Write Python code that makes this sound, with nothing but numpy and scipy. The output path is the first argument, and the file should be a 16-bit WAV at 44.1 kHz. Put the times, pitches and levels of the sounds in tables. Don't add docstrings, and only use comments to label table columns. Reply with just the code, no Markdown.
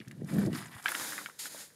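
import sys
import numpy as np
from scipy import signal
from scipy.fft import rfft, irfft
from scipy.io import wavfile
from scipy.ndimage import uniform_filter1d

SR = 44100
rng = np.random.default_rng(int(sys.argv[2]) if len(sys.argv) > 2 else 0)


def dump(signal):
    limited = np.clip(np.atleast_2d(signal).T, -1, 1)
    pcm = np.round(limited * 32767).astype(np.int16)
    wavfile.write(sys.argv[1], SR, pcm)


N = 77175


def undb(db):
    return 10 ** (np.asarray(db) / 20)


def unit(x):
    return x / np.sqrt(np.mean(x ** 2))


def peak(x, db):
    return x * undb(db) / np.abs(x).max()


def add(out, start_s, x):
    i = max(int(start_s * SR), 0)
    out[i:i + len(x)] += x[:N - i]


def curve(rows):
    times, db = np.array(rows).T
    return undb(np.interp(np.arange(N) / SR, times, db))


def fade(t, fade_s):
    return np.exp(-np.log(1000) * t / fade_s)


def below(x, hz):
    return signal.sosfiltfilt(signal.butter(3, hz, fs=SR, output="sos"), x)


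def colour(x, points, skirt_db=24):
    hz, db = np.array(points).T
    octave = np.log2(np.maximum(np.fft.rfftfreq(2 * N, 1 / SR), 1))
    outside = np.abs(octave - np.clip(octave, np.log2(hz[0]), np.log2(hz[-1])))
    gain = undb(np.interp(octave, np.log2(hz), db) - skirt_db * np.minimum(outside, 2))
    cepstrum = irfft(np.log(gain))
    cepstrum[1:N] *= 2
    cepstrum[N + 1:] = 0
    response = np.exp(rfft(cepstrum))
    return unit(irfft(rfft(x, 2 * N) * response)[:N])


def grains(per_s, spread_db):
    happens = rng.random(N) < per_s / SR
    size = np.minimum(rng.exponential(size=N), 5)
    sign = rng.choice([-1, 1], N)
    return happens * sign * undb(spread_db * size)


def air():
    # (frequency [Hz], relative level [dB])
    tone = [(35, -41), (60, 1), (112, 5), (226, -21), (443, 10.5), (688, -1), (910, -14), (1380, -17),
            (1830, -42), (2840, -17), (3120, -9), (4120, -12), (6120, -10.5), (12300, -15.5), (15500, -26)]
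    return undb(-69) * colour(rng.standard_normal(N), tone)


def wind():
    # (time [s], relative level [dB])
    gust_levels = [(0.0, -41.5), (0.024, -50), (0.048, -66), (0.076, -48), (0.16, -48), (0.242, -35.5),
                   (0.268, -43), (0.296, -44), (0.33, -29.5), (0.394, -26.5), (0.418, -29), (0.476, -28.5),
                   (0.52, -34), (0.54, -32), (0.57, -40.5), (0.74, -56.5), (0.76, -48.5), (0.798, -64.5),
                   (0.872, -61.5), (0.934, -78), (0.95, -61), (1.296, -61), (1.324, -73), (1.544, -63),
                   (1.696, -71), (1.75, -70)]
    # (frequency [Hz], relative level [dB])
    tone = [(24, -55), (40, -18), (65, -27), (145, 1.5), (193, -1.5), (301, -7.5), (371, -10.5),
            (457, -19.5), (514, -17), (563, -23.5), (617, -21.5), (900, -34.5), (1170, -61), (1980, -120)]
    # (time [s], peak level [dB], pitch [Hz])
    pops = [(0.075,-36,162.5),(.218,-32,352),(0.237,-29.5,189),(0.385,-17.5,219),(0.4741,-23,298),(0.754,-40.5,125),(1.012,-49.5,131)]
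    gust = curve(gust_levels)
    rumble = colour(grains(per_s=600, spread_db=2.5), tone, skirt_db=63)
    window = int(0.016 * SR)
    power = uniform_filter1d(uniform_filter1d(rumble ** 2, window), window)
    rumble = rumble / np.sqrt(power + 0.021)
    large_swirls = below(rumble, hz=320)
    small_swirls = (rumble - large_swirls) * (gust / undb(-28.5)) ** 0.49
    out = undb(-0.5) * gust * (large_swirls + small_swirls)
    t = np.arange(SR // 10) / SR
    for start_s, db, hz in pops:
        cycles = hz * t
        swell = cycles ** 2 * np.exp(-np.pi * cycles / 1.13)
        add(out, start_s, peak(np.sin(2 * np.pi * cycles) * swell, db))
    return out


def crumble(spread_db=4, fit_s=0.009):
    wobble = uniform_filter1d(rng.standard_normal(N), int(fit_s * SR))
    return undb(spread_db * unit(wobble))


def snow_crunch():
    # (time [s], relative level [dB])
    step_levels = [(0,-66.5),(.25,-67.5),(.285,-48.5),(.32,-48),(.385,-46),(.47,-50),(.495,-57.5),(.52,-54.5),(.555,-40),(.61,-45.5),(.66,-51.5),(.70,-55.5),(.73,-50.5),(.765,-51),(.79,-49),(.815,-53.5),(.86,-48.5),(.95,-44),(1.1,-83.5)]
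    # (frequency [Hz], relative level [dB])
    tone = [(410, -36.5), (700, -3.5), (797, -3.5), (1020, -1.5), (1600, -0.5), (2000, 1), (2110, -9),
            (2280, -1), (2430, -8.5), (3820, -9.5), (4410, -11.5), (5150, -9), (5570, -17.5), (7220, -11),
            (7900, -15), (9720, -9), (10500, -9), (12900, -15.5), (15500, -25)]
    rest = colour(grains(per_s=16000, spread_db=2), tone, skirt_db=2)
    crunch = np.zeros(N)
    for hz in np.linspace(1500, 13500, num=9):
        band = below(rest, hz)
        rest = rest - band
        crunch += band * crumble()
    return undb(-1) * curve(step_levels) * unit(crunch + rest)


def ice_snaps():
    # (time [s], peak level [dB], pitch [Hz], filter width [Hz])
    snaps = [(0.08,-43.5,5200,9200),(.112,-46.5,6540,11100),(0.245,-51,6200,5000),(0.338,-43,7500,5060),(.341,-47,12700,1000),(.386,-38.5,12400,1200),(0.461,-38.5,5560,7950),(0.528,-45,9000,9000),(.548,-39.5,5000,1500),(.554,-35.5,4650,1490),(.659,-43,7700,1800),(.669,-44,8000,5000),(0.825,-40.5,8050,6000),(.888,-32,12500,2500),(0.887,-37.5,8300,700),(0.9171,-30,11070,700)]
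    rise_s = 0.0013
    out, t = np.zeros(N), np.arange(SR // 20) / SR
    for start_s, db, hz, width in snaps:
        burst = rng.standard_normal(len(t)) * fade(t, fade_s=0.022) * (1 - np.exp(-t / rise_s))
        b, a = signal.iirpeak(hz, hz / width, fs=SR)
        snap = signal.lfilter(b, a, signal.lfilter(b, a, burst))
        add(out, start_s, peak(snap, db))
    return out


def snow_spray(levels, tone):
    started = np.arange(N) / SR > levels[0][0]
    return curve(levels) * started * colour(grains(per_s=33000, spread_db=1.5), tone)


def boot_slides():
    # (time [s], relative level [dB])
    slide_levels = [(.84,-48),(.875,-46.5),(.91,-38),(.935,-45),(.96,-39.5),(1.02,-37.5),(1.10,-39),(1.19,-44),(1.25,-47.5),(1.32,-58.5),(1.39,-61),(1.47,-43),(1.49,-52.5),(1.55,-49),(1.61,-46.5),(1.645,-54.5),(1.68,-63.5),(1.75,-63)]
    scuff_levels = [(1.383,-71),(1.393,-39.5),(1.41,-41.5),(1.44,-43.5),(1.465,-44),(1.49,-54.5),(1.53,-50),(1.57,-54.5),(1.61,-48.5),(1.645,-53.5),(1.68,-60),(1.75,-82)]
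    # (frequency [Hz], relative level [dB])
    slide_tone = [(88, -32), (150, -9), (189, -7), (217, -1), (332, 5), (396, -6), (453, -1.5), (530, 0),
                  (643, -3.5), (1020, -1.5), (1220, -4), (1400, 2.5), (1760, 3), (2760, -8.5), (3830, -1),
                  (4310, -5), (5130, -1), (5650, -5.5), (7000, 0), (8010, -5), (9180, -1), (12500, -4.5),
                  (15500, -14.5)]
    scuff_tone = [(150, -64), (250, -31), (474, -21), (669, -25), (897, -12.5), (1100, -21), (1180, -19),
                  (1410, -15), (1670, -11.5), (1850, -9.5), (2530, -9.5), (3220, -8.5), (4710, -3),
                  (5890, -9.5), (6770, -0.5), (7900, -7.5), (10100, -4), (13700, -12), (15500, -22)]
    slide = snow_spray(slide_levels, slide_tone)
    scuff = snow_spray(scuff_levels, scuff_tone)
    return undb(-1) * slide + undb(1) * scuff


def stone_ring(t, hz, brightness, contact_s):
    # (pitch [times the main pitch], relative level [dB], fade time [s])
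    tones = [(.68,-11.5,0.0056),(1,0.5,0.011),(1.2,-3.5,0.013),(1.52,-9,0.015),(2.05,-13.5,0.0094),(2.5,-25.5,0.0086),(3.7,-31,0.0064)]
    ring = np.zeros(len(t))
    for k, (ratio, db, fade_s) in enumerate(tones):
        pitch = hz * ratio * (1 + 0.025 * rng.standard_normal())
        gain = undb(db + brightness * np.log2(ratio))
        ring += (-1) ** k * gain * fade(t, fade_s) * np.sin(2 * np.pi * pitch * t)
    return ring * (1 - np.exp(-(t / contact_s) ** 2))


def stone_knocks():
    # (time [s], peak level of the ring [dB], main pitch [Hz], brightness [dB per octave])
    knocks = [(.002,-40,2250,3.5),(0.013,-40,1860,-1),(0.0487,-53,2250,-29),(0.076,-45.5,1620,0),(0.1113,-37.5,1830,0),
              (0.384,-31,1510,-2.5),(.417,-38,1510,-6),(0.5296,-37,1680,13),(.549,-39,1490,13),(.556,-34.5,1370,-9),(0.625,-35.5,1650,-9),(0.6573,-38.5,1510,4),
              (0.8584,-15.5,1474,-1.5),(0.866,-31,1700,11),(0.8822,-19.5,1703,7.5),(.889,-30.5,1400,-34),(0.9188,-25.5,1350,-0.5),(.9465,-27.5,1370,2),(0.9503,-28,1480,13),
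              (.997,-30,990,12),(1.011,-31.5,1006,-1),(1.049,-37.5,920,-1.5),(1.1224,-28,1600,-11),(1.132,-33,1480,3),(1.1792,-26,1700,0.5),(1.1868,-30,1290,-4),(1.213,-38,1150,-9),
              (1.2598,-26.5,1460,5.5),(1.288,-41,1200,-22),(1.2973,-37,1380,1),(1.4559,-31.5,1450,-3),(1.546,-40.5,610,-6),(1.703,-51.5,1770,-19)]
    contact_s, rattle_rise_s = 0.00025, 0.0028
    out, t = np.zeros(N), np.arange(SR // 20) / SR
    for start_s, db, hz, brightness in knocks:
        chatter = rng.standard_normal(len(t)) * fade(t, fade_s=0.069)
        chatter *= np.minimum(t / rattle_rise_s, 1) ** 2
        grit = rng.standard_normal(len(t)) * fade(t, fade_s=0.015) * (1 - np.exp(-t / contact_s))
        crack = below(grit, hz=5200)
        crack = crack - below(crack, hz=1110)
        crack_db = db - 13 + 1.07 * brightness
        ring = peak(stone_ring(t, hz, brightness, contact_s), db)
        rattle = signal.fftconvolve(ring, chatter)
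        add(out, start_s, ring + peak(crack, crack_db))
        add(out, start_s, peak(rattle, db - 10))
    return out


def scene():
    return (air() + wind() + snow_crunch() + boot_slides() + stone_knocks() + ice_snaps())[None]


def record(dry):
    low_cut_hz, top_hz = 59.5, 15600
    thin = signal.sosfilt(signal.butter(2, low_cut_hz, "high", fs=SR, output="sos"), dry)
    return signal.sosfilt(signal.ellip(10, .2, 80, top_hz, fs=SR, output="sos"), thin)


dry = scene()
out = record(dry)
dump(out)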